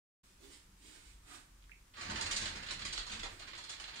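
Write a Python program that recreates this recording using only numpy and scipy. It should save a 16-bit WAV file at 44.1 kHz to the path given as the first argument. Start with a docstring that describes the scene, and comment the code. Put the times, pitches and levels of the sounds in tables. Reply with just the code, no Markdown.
"""A few soft, scuffing steps cross a quiet room, and a wall switch ticks. Then a chain drive pulls two
glazed doors apart: links clatter in bunches on sprocket and rail, rollers grind and scrape along the
overhead rail, and the hanging panels rumble and thud as they are tugged. It is all heard from a few
metres away, with plenty of room around it, over a faint hiss of air and the deep drone of the house."""
import sys
import numpy as np
from scipy import signal
from scipy.fft import rfft, irfft
from scipy.io import wavfile

SR = 44100
rng = np.random.default_rng(int(sys.argv[2]) if len(sys.argv) > 2 else 0)


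def wav_record(signal):
    """Record a signal, one row per channel, as 16-bit PCM in the file named by sys.argv[1]."""
    frames = np.transpose(np.atleast_2d(signal))
    bounded = np.clip(frames, -1, 1)
    # unit amplitude maps onto the largest positive 16-bit level
    quanta = np.round(bounded * 32767).astype(np.int16)
    wavfile.write(sys.argv[1], SR, quanta)


N = 176400

# bunches of links striking sprocket and rail: start_s, level_db, jingle_db, knock_db, rattle_decay_s
CLACKS = [(1.9385, -43.5, -30, -15, 0.048), (1.9679, -41.5, -16, -6.5, 0.069),
          (2.0095, -35.5, -15.5, -10, 0.06), (2.0988, -34, -15, -4.5, 0.015),
          (2.157, -30.5, -18.5, -13, 0.042), (2.2111, -35, -7, -5.5, 0.0047),
          (2.2602, -34.5, -12.5, -11.5, 0.011), (2.3107, -29.5, -10, -16, 0.012),
          (2.3628, -31.5, -7.5, -22, 0.012), (2.4124, -31, -13, -11, 0.053),
          (2.4547, -29.5, -19.5, -16.5, 0.023), (2.554, -38.5, -15, -9, 0.02),
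          (2.6283, -39, -19, -11, 0.0072), (2.6638, -37.5, -20, -15, 0.0093),
          (2.6864, -33.5, -24, -18, 0.024), (2.7074, -33.5, -13.5, -10, 0.0065),
          (2.7262, -38, -17, -23, 0.0072), (2.7928, -37.5, -18.5, -10, 0.013),
          (2.816, -36.5, -21, -19, 0.0096), (2.851, -32.5, -13, -12.5, 0.012),
          (2.8792, -40, -30, -32, 0.035), (2.9265, -34.5, -10.5, -13.5, 0.012),
          (2.9777, -32.5, -15.5, -12.5, 0.0032), (2.9921, -41.5, -18, -9, 0.0093),
          (3.065, -41, -12, -8.5, 0.021), (3.0971, -38.5, -18.5, -10, 0.015),
          (3.1176, -33, -18.5, -15, 0.015), (3.1369, -42, -13, -6.5, 0.03),
          (3.1945, -36.5, -18, -38, 0.0065), (3.2318, -34, -17, -6.5, 0.018),
          (3.2551, -40.5, -32, -4.5, 0.009), (3.3935, -42.5, -15, -7.5, 0.014),
          (3.4191, -40.5, -39, -9.5, 0.014), (3.4736, -38.5, -22.5, -12.5, 0.02),
          (3.5326, -39, -29, -10.5, 0.011), (3.55, -43, -17, -28, 0.016), (3.5777, -42, -12.5, -7, 0.022),
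          (3.6389, -43.5, -12, -15.5, 0.0032), (3.693, -40.5, -7.5, -7.5, 0.016),
          (3.7284, -43, -16.5, -18, 0.0085), (3.7981, -40, -12, -9.5, 0.021),
          (3.8401, -38, -29, -21, 0.0049), (3.8786, -40.5, -19.5, -11, 0.023),
          (3.9371, -42, -26, -14, 0.01), (3.9583, -41.5, -16, -12.5, 0.0082), (3.985, -48, -20, -6, 0.017)]
# tone of a link's impact: frequency_hz, gain_db
LINK_COLOUR = [(200, -5), (330, 15), (500, -7), (800, -5), (1000, -3), (1570, 3.5), (2700, 4.5),
               (4240, 3.5), (5860, -11.5), (7150, -9.5), (9050, -19), (11600, -44), (15000, -46.5)]
# resonances of chain and rail: pitch_hz, width_hz, level_db
METAL_MODES = [(950, 10, -9), (3180, 1200, 10), (3740, 590, 2.5), (4450, 610, 12.5), (5500, 160, 0),
               (8300, 550, -13)]
# narrow resonances that sing on after each clack: pitch_hz, width_hz, level_db
STEEL_MODES = [(3576, 41, 1), (4318, 96, 4), (4745, 58, -6), (7520, 140, -6.5)]
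# swell of the rollers' grind and the doors' rumble: time_s, grind_db, rumble_db
ROLLING_LEVELS = [(1.97, -55, -72), (2.009, -45, -64.5), (2.13, -42.5, -53.5), (2.31, -40, -62),
                  (2.49, -45, -55.5), (2.52, -47, -61.5), (2.57, -43, -55.5), (2.7, -53, -64),
                  (3.02, -47.5, -62), (3.06, -51.5, -76), (3.14, -46.5, -62), (3.3, -52.5, -66),
                  (3.38, -56.5, -83), (3.449, -56, -68.5), (3.89, -50.5, -81), (4.0, -50, -69)]
# tone of the grinding rollers: frequency_hz, gain_db
GRIND_COLOUR = [(200, 1.5), (500, 1.5), (900, 4.5), (1600, 6), (2300, 9.5), (3500, -4.5), (4400, 6),
                (6000, -7), (7800, -22), (10800, -20.5), (15000, -45)]
# fits of wheel scrape once the doors are under way: time_s, level_db
SCRAPE_LEVELS = [(2.6, -88.5), (2.73, -83), (2.78, -56.5), (2.92, -53.5), (2.995, -43), (3.06, -93),
                 (3.35, -80), (3.5, -61), (3.66, -57), (3.72, -51), (3.79, -81), (3.86, -70), (3.92, -66),
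                 (4.0, -45.5)]
# resonances of the scraping wheels: pitch_hz, width_hz, level_db
WHEEL_MODES = [(3450, 80, 0), (4080, 140, -4), (4340, 190, -1)]
# tones of the struck rail: start_s, pitch_hz, level_db, decay_s
RAIL_RINGS = [(1.971, 1154, -51.5, 0.09), (1.97, 1610, -57, 0.044), (1.971, 1896, -54, 0.04),
              (2.095, 906, -41.5, 0.024), (2.19, 910, -38.5, 0.031), (2.45, 804, -51, 0.018),
              (3.715, 3480, -54.5, 0.031)]
# resonances of the hanging doors: pitch_hz, width_hz, level_db
DOOR_MODES = [(86, 12.7, 0.5), (127.7, 9.7, -2.5), (202, 33, -5), (242.7, 62, -5.5), (306.5, 21, -11.5)]
# heavy jolts of the doors: start_s, level_db, decay_s
JOLTS = [(2.035, -60, 0.047), (2.08, -53, 0.058), (2.42, -54, 0.03), (2.835, -52.5, 0.015),
         (3.12, -64.5, 0.039)]
# bassy tone of a jolt: frequency_hz, gain_db
JOLT_COLOUR = [(50, -21), (80, 14), (130, 6.5), (200, 5), (340, 0), (480, -21), (1000, -48)]
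# pitched thuds of the tugged panels: start_s, pitch_hz, level_db, decay_s
PANEL_THUDS = [(2.085, 196, -48, 0.023), (2.114, 80.7, -43, 0.055), (2.335, 203.5, -52.5, 0.029),
               (3.129, 222.5, -53, 0.032), (3.311, 96.7, -55.5, 0.063)]
# slow sway of the doors: time_s, level_db
SWAY_LEVELS = [(1.97, -67), (2.35, -41), (2.65, -55), (3.01, -38.5), (3.09, -50.5), (3.27, -38.5),
               (3.3, -46.5), (4.0, -73)]
# soles and clothes brushing: peak_s, rise_s, fall_s, swish_db, scrape_db, footfall_db
STEPS = [(.29, 0.093, 0.074, -70.5, -106, -100), (.445, 0.041, 0.053, -60, -78, -60.5),
         (0.533, 0.042, 0.046, -56.5, -69.5, -73.5), (0.876, 0.069, 0.085, -58.5, -85, -66),
         (.95, 0.061, 0.08, -62, -65, -69), (1.09, 0.083, 0.038, -62, -87, -101),
         (1.341, 0.069, 0.043, -54, -56, -63), (3.32, 0.03, 0.075, -60, -62, -64.5)]
# airy swish of cloth: frequency_hz, gain_db
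CLOTH_COLOUR = [(500, -18.5), (1300, -12), (2200, 1), (4500, 0.5), (6200, -3.5), (7600, 2), (9300, -1),
                (11000, -16.5), (15000, -24)]
# midrange scuff of a sole: frequency_hz, gain_db
SOLE_COLOUR = [(300, -45), (600, -12), (1000, -7.5), (1600, -4), (3000, -15.5), (8000, -35.5)]
# dull pad of a landing foot: frequency_hz, gain_db
FOOTFALL_COLOUR = [(100, -17), (200, -19), (280, 3.5), (410, -3.5), (540, -14), (1500, -27)]
# weight settling on the floor: start_s, pitch_hz, level_db, decay_s
FLOOR_THUDS = [(.48, 42.4, -61, 0.033), (0.68, 190.6, -66, 0.098), (1.057, 48.4, -52, 0.052),
               (1.138, 49, -53.5, 0.032)]
# ticks of the wall switch: start_s, pitch_hz, width_hz, level_db
SWITCH_TICKS = [(1.625, 3370, 1780, -41.5), (1.641, 3020, 1800, -41), (1.695, 1810, 600, -34.5),
                (1.7152, 2540, 447, -34), (1.7174, 2380, 380, -26.5), (1.731, 2200, 300, -39)]
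# room tone: frequency_hz, gain_db
AIR_COLOUR = [(15, -12.5), (25, -3.5), (54, -5), (77, -9.5), (220, -19.5), (363, -23), (427, -27.5),
              (811, -29), (879, -24), (2700, -28.5), (4380, -30), (7680, -29.5), (15000, -40)]
# stereo placement of chain, wheels and rail: frequency_hz, left_minus_right_db
DRIVE_PAN = [(100, 0), (450, -2), (1000, -1.5), (2200, -6.5), (4000, -5), (6500, -3.5), (8000, -3.5),
             (10000, 8), (15000, -2)]

DRIVE_START_S, DRIVE_RISE_S = 1.935, 0.028
LINKS_PER_S, GRIT_PER_S, BUMPS_PER_S = 2600, 900, 220
CLACK_LEAD_S = 0.0015  # each clack starts just before its listed time
BUNCH_RISE_S, BUNCH_HOLD_S = 0.001, 0.0058
KNOCK_DB, CLANK_DB, JINGLE_DB = 23.5, 19, 32  # the chain's low, middle and high registers
KNOCK_TOP_HZ, JINGLE_BOTTOM_HZ = 1270, 5800
RATTLE_DB, METAL_RING_DB, STEEL_RING_DB = 6, -25.5, -25
GRIND_DB, RAIL_SING_DB, RUMBLE_DB, SWAY_DB = -5, -19.5, 4.5, -11
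FLUTTER_HZ, FLUTTER_DB = 28, 2
PERSON_PAN_DB = -5.5  # left minus right
AIR_DB, DRONE_DB = -64, -69
TAIL_T60_S, TREBLE_T60_S, TAIL_BUILD_S, TAIL_DB = 0.33, 0.27, 0.0051, 1.5
ECHO_DECAY_S, ECHO_DB = 0.0092, 0.5
LEFT_LAG_S, MONO_BELOW_HZ = 0.00059, 444


def chain(size=8192, count=6):
    """Each clack is a dense crunch of links and a dying rattle, at one of several spots on the rail."""
    t = np.arange(size) / SR
    spots = np.zeros((count, N + 2 * size))
    link_tone = colour(LINK_COLOUR)
    for k, (start, db, jingle_db, knock_db, rattle_s) in enumerate(CLACKS):
        landing = np.exp(-(t / BUNCH_HOLD_S) ** 2) + undb(RATTLE_DB) * np.exp(-t / rattle_s)
        attack = 1 - np.exp(-t / BUNCH_RISE_S)
        links = grains(LINKS_PER_S, scatter_db=2, size=size) * landing * attack
        links[0] += undb(1)  # the first link gives the clack its edge
        hit = signal.fftconvolve(links, link_tone)[:size]
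        clank = undb(CLANK_DB) * unit_energy(band(hit, [KNOCK_TOP_HZ, JINGLE_BOTTOM_HZ], "band"))
        jingle = undb(JINGLE_DB + jingle_db) * unit_energy(band(hit, JINGLE_BOTTOM_HZ, "high", order=5))
        knock = undb(KNOCK_DB + knock_db) * unit_energy(band(hit, [500, KNOCK_TOP_HZ], "band"))
        i = int((start - CLACK_LEAD_S) * SR)
        spots[k % count, i:i + size] += undb(db) * (clank + jingle + knock)
    out = 0
    for clacks in spots[:, :N]:
        sing = undb(STEEL_RING_DB) * convolve(clacks, ring(detuned(STEEL_MODES)))
        out += room(metal_body(clacks) + sing, wet_db=3.5)
    return out


def metal_body(x):
    """Chain and rail pass on the crack of an impact and add a short, faint ring."""
    body = undb(METAL_RING_DB) * ring(METAL_MODES)
    body[0] += 1
    return convolve(x, unit_energy(body))


def drive_engaged(t):
    """Quick fade-in as the drive takes up the load."""
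    return np.clip((t - DRIVE_START_S) / DRIVE_RISE_S, 0, 1) ** 2


def rollers(t, count=4):
    """The wheels grind over the rail, which sings faintly at one pitch."""
    times, grind_db, _ = np.array(ROLLING_LEVELS).T
    load = drive_engaged(t) * undb(np.interp(t, times, grind_db)) / np.sqrt(count)
    out = 0
    for _ in range(count):
        grit = unit(metal_body(convolve(grains(GRIT_PER_S, scatter_db=4.5), colour(GRIND_COLOUR))))
        sing = unit(pitched_noise(pitch_hz=893, width_hz=7.9))
        out += room(load * (undb(GRIND_DB) * grit + undb(RAIL_SING_DB) * sing), wet_db=-6)
    return out


def wheel_scrape(t, count=3):
    """The wheels rub the rail unevenly and ring in bright, fluttering fits."""
    load = drive_engaged(t) * undb(np.interp(t, *np.array(SCRAPE_LEVELS).T)) / np.sqrt(count)
    out = 0
    for _ in range(count):
        flutter = undb(FLUTTER_DB * unit(band(rng.standard_normal(N), FLUTTER_HZ, "low", order=2)))
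        friction = flutter * grains(per_s=1500, scatter_db=2.5)
        ringing = convolve(friction, ring(detuned(WHEEL_MODES)))
        out += room(load * unit(band(ringing, [3000, 4900], "band", order=2)), wet_db=4)
    return out


def rail(t):
    """The rail rings as the chain pulls taut or a wheel knocks it."""
    return room(struck_tones(t, RAIL_RINGS, rise_s=0.0029), wet_db=-10.5)


def door_rumble(t):
    """Bumps of the wheels shake the hanging panels; the chain jolts them now and then."""
    times, _, rumble_db = np.array(ROLLING_LEVELS).T
    load = drive_engaged(t) * undb(RUMBLE_DB + np.interp(t, times, rumble_db))
    shaking = unit(convolve(grains(BUMPS_PER_S, scatter_db=1), ring(DOOR_MODES)))
    jolts = sum(blow(t, start, db, decay, rise_s=0.022) for start, db, decay in JOLTS)
    return load * shaking + jolts * noise(JOLT_COLOUR)


def door_thuds(t):
    """Each tug draws one low note from the panels."""
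    return struck_tones(t, PANEL_THUDS, rise_s=0.014)


def door_sway(t):
    """Doors and wall shudder in the sub-bass."""
    shudder = unit(band(pitched_noise(pitch_hz=31.5, width_hz=10.4), [27, 48], "band", order=2))
    return drive_engaged(t) * undb(SWAY_DB + np.interp(t, *np.array(SWAY_LEVELS).T)) * shudder


def steps(t):
    """Each soft step swells and fades with its own echoes: cloth swishes, the sole scuffs and lands."""
    layers = np.array([noise(CLOTH_COLOUR), noise(SOLE_COLOUR), noise(FOOTFALL_COLOUR)])
    out = 0
    for peak, rise, fall, *layer_db in STEPS:
        swell = np.exp(-(np.minimum(t - peak, 0) / rise) ** 2 - np.maximum(t - peak, 0) / fall)
        out += room(swell * (undb(layer_db) @ layers), wet_db=5)
    return out


def floorboards(t):
    """The floor gives underfoot with deep, faint thuds."""
    return struck_tones(t, FLOOR_THUDS, rise_s=0.0096)


def wall_switch():
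    """The pressed switch gives tiny ticks that ring for a few milliseconds."""
    out = np.zeros(N)
    for start, hz, width, db in SWITCH_TICKS:
        edges_hz = [max(hz - width, hz / 2), hz + width]
        tick = unit_energy(band(ring([(hz, width, 0)]), edges_hz, "band", order=2))
        i = int(start * SR)
        out[i:i + len(tick)] += undb(db) * tick
    return room(out, wet_db=-6)


def room_tone():
    """A faint bed of air over the deep drone of the house."""
    drone = unit(band(pitched_noise(pitch_hz=44.3, width_hz=1.6), [36, 56], "band", order=2))
    return undb(AIR_DB) * diffuse(noise(AIR_COLOUR), noise(AIR_COLOUR)) + undb(DRONE_DB) * drone


def room(x, wet_db):
    """Direct sound, arriving first on the right, then echoes off near walls and a short tail."""
    t = np.arange(SR // 2) / SR
    walls = []
    for _ in range(2):
        hiss = rng.standard_normal(len(t))
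        low = band(hiss, 6000, "low", order=1)
        tail = low * undb(-60 * t / TAIL_T60_S) + (hiss - low) * undb(-60 * t / TREBLE_T60_S)
        tail *= 1 - np.exp(-t / TAIL_BUILD_S)
        echoes = grains(per_s=1500, scatter_db=5.5, size=len(t)) * np.exp(-t / ECHO_DECAY_S)
        walls.append(undb(TAIL_DB) * unit_energy(tail) + undb(ECHO_DB) * unit_energy(echoes))
    left, right = undb(wet_db) * diffuse(*walls)
    right[0] += 1
    left[round(LEFT_LAG_S * SR)] += 1
    return np.array([convolve(x, unit_energy(left)), convolve(x, unit_energy(right))])


def diffuse(a, b, steepness=3.2):
    """Spread two signals into sound from all sides: centred bass, wide treble."""
    alike = np.exp(-(np.fft.rfftfreq(len(a), 1 / SR) / MONO_BELOW_HZ) ** steepness)
    mid = irfft(rfft(a) * np.sqrt((1 + alike) / 2))
    side = irfft(rfft(b) * np.sqrt((1 - alike) / 2))
    return np.array([mid + side, mid - side])


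def blow(t, start, db, decay_s, rise_s):
    """Envelope of a soft blow: straight attack, exponential release."""
    attack = np.clip((t - start) / rise_s, 0, 1)
    return undb(db) * attack * np.exp(-np.maximum(t - start - rise_s, 0) / decay_s)


def struck_tones(t, table, rise_s):
    """Damped tones set off by soft blows."""
    return sum(blow(t, start, db, decay, rise_s) * np.sin(2 * np.pi * hz * (t - start))
               for start, hz, db, decay in table)


def ring(modes):
    """Response of damped resonances: the wider, the shorter."""
    t = np.arange(SR // 2) / SR
    tones = (undb(db) * unit_energy(np.sin(2 * np.pi * hz * t) * np.exp(-np.pi * width * t))
             for hz, width, db in modes)
    return unit_energy(sum(tones))


def detuned(modes, spread=0.035):
    """Resonances shift a little from one spot on the rail to the next."""
    shifts = 1 + spread * rng.uniform(-1.32, 1, len(modes))
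    return [(hz * shift, width, db) for (hz, width, db), shift in zip(modes, shifts)]


def grains(per_s, scatter_db, size=N):
    """Random tiny impacts of uneven strength."""
    impacts = (rng.random(size) < per_s / SR) * rng.choice([-1, 1], size)
    return impacts * undb(scatter_db * np.clip(rng.standard_normal(size), -2, 2))


def pitched_noise(pitch_hz, width_hz):
    """A wavering tone: noise through one resonance."""
    return convolve(rng.standard_normal(N), ring([(pitch_hz, width_hz, 0)]))


def noise(curve):
    """Coloured noise, rms 1."""
    return unit(convolve(rng.standard_normal(N), colour(curve)))


def colour(curve, size=4096):
    """Minimum-phase response of an EQ curve, which keeps attacks sharp."""
    cepstrum = irfft(np.log(gain_at(curve, np.fft.rfftfreq(size, 1 / SR))))
    cepstrum[1:size // 2] *= 2
    cepstrum[size // 2 + 1:] = 0
    return unit_energy(irfft(np.exp(rfft(cepstrum))))


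def gain_at(curve, hz):
    """Gain of an EQ curve on a log-frequency axis."""
    points_hz, db = np.array(curve).T
    return undb(np.interp(np.log(hz + 1), np.log(points_hz), db))


def band(x, hz, kind, order=3):
    """Butterworth filter."""
    return signal.sosfilt(signal.butter(order, hz, kind, fs=SR, output="sos"), x + 1e-18)


def convolve(x, response):
    """Pass a sound through a response."""
    return signal.fftconvolve(x, response)[:N]


def undb(db):
    """Decibels to gain."""
    return 10 ** (np.asarray(db) / 20)


def unit(x):
    """Scale to rms 1."""
    return x / np.sqrt(np.mean(x ** 2))


def unit_energy(x):
    """Scale to energy 1."""
    return x / np.sqrt(np.sum(x ** 2) + 1e-18)


def scene():
    """Drive and person sit towards the right; panels, floor and room tone fill the middle."""
    t = np.arange(N) / SR
    drive = chain() + rollers(t) + wheel_scrape(t) + rail(t)
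    pan = np.sqrt(gain_at(DRIVE_PAN, np.fft.rfftfreq(N, 1 / SR)))
    drive = irfft(rfft(drive) * np.array([pan, 1 / pan]), N)
    person = (steps(t) + wall_switch()) * undb([[PERSON_PAN_DB / 2], [-PERSON_PAN_DB / 2]])
    panels = diffuse(door_rumble(t), door_rumble(t)) + door_thuds(t) + door_sway(t)
    return drive + panels + person + floorboards(t) + room_tone()


def record(dry):
    """A moment of silence, then a fast fade-in; the deepest bass and the very top are cut."""
    silence_s, fade_s, low_cut_hz, high_cut_hz = 0.232, 0.0086, 10, 15700
    fade_in = np.clip((np.arange(N) / SR - silence_s) / fade_s, 0, 1)
    high_cut = signal.ellip(10, 0.2, 70, high_cut_hz, fs=SR, output="sos")
    return signal.sosfilt(high_cut, band(dry, low_cut_hz, "high", order=2) * fade_in)


dry = scene()
out = record(dry)
wav_record(out)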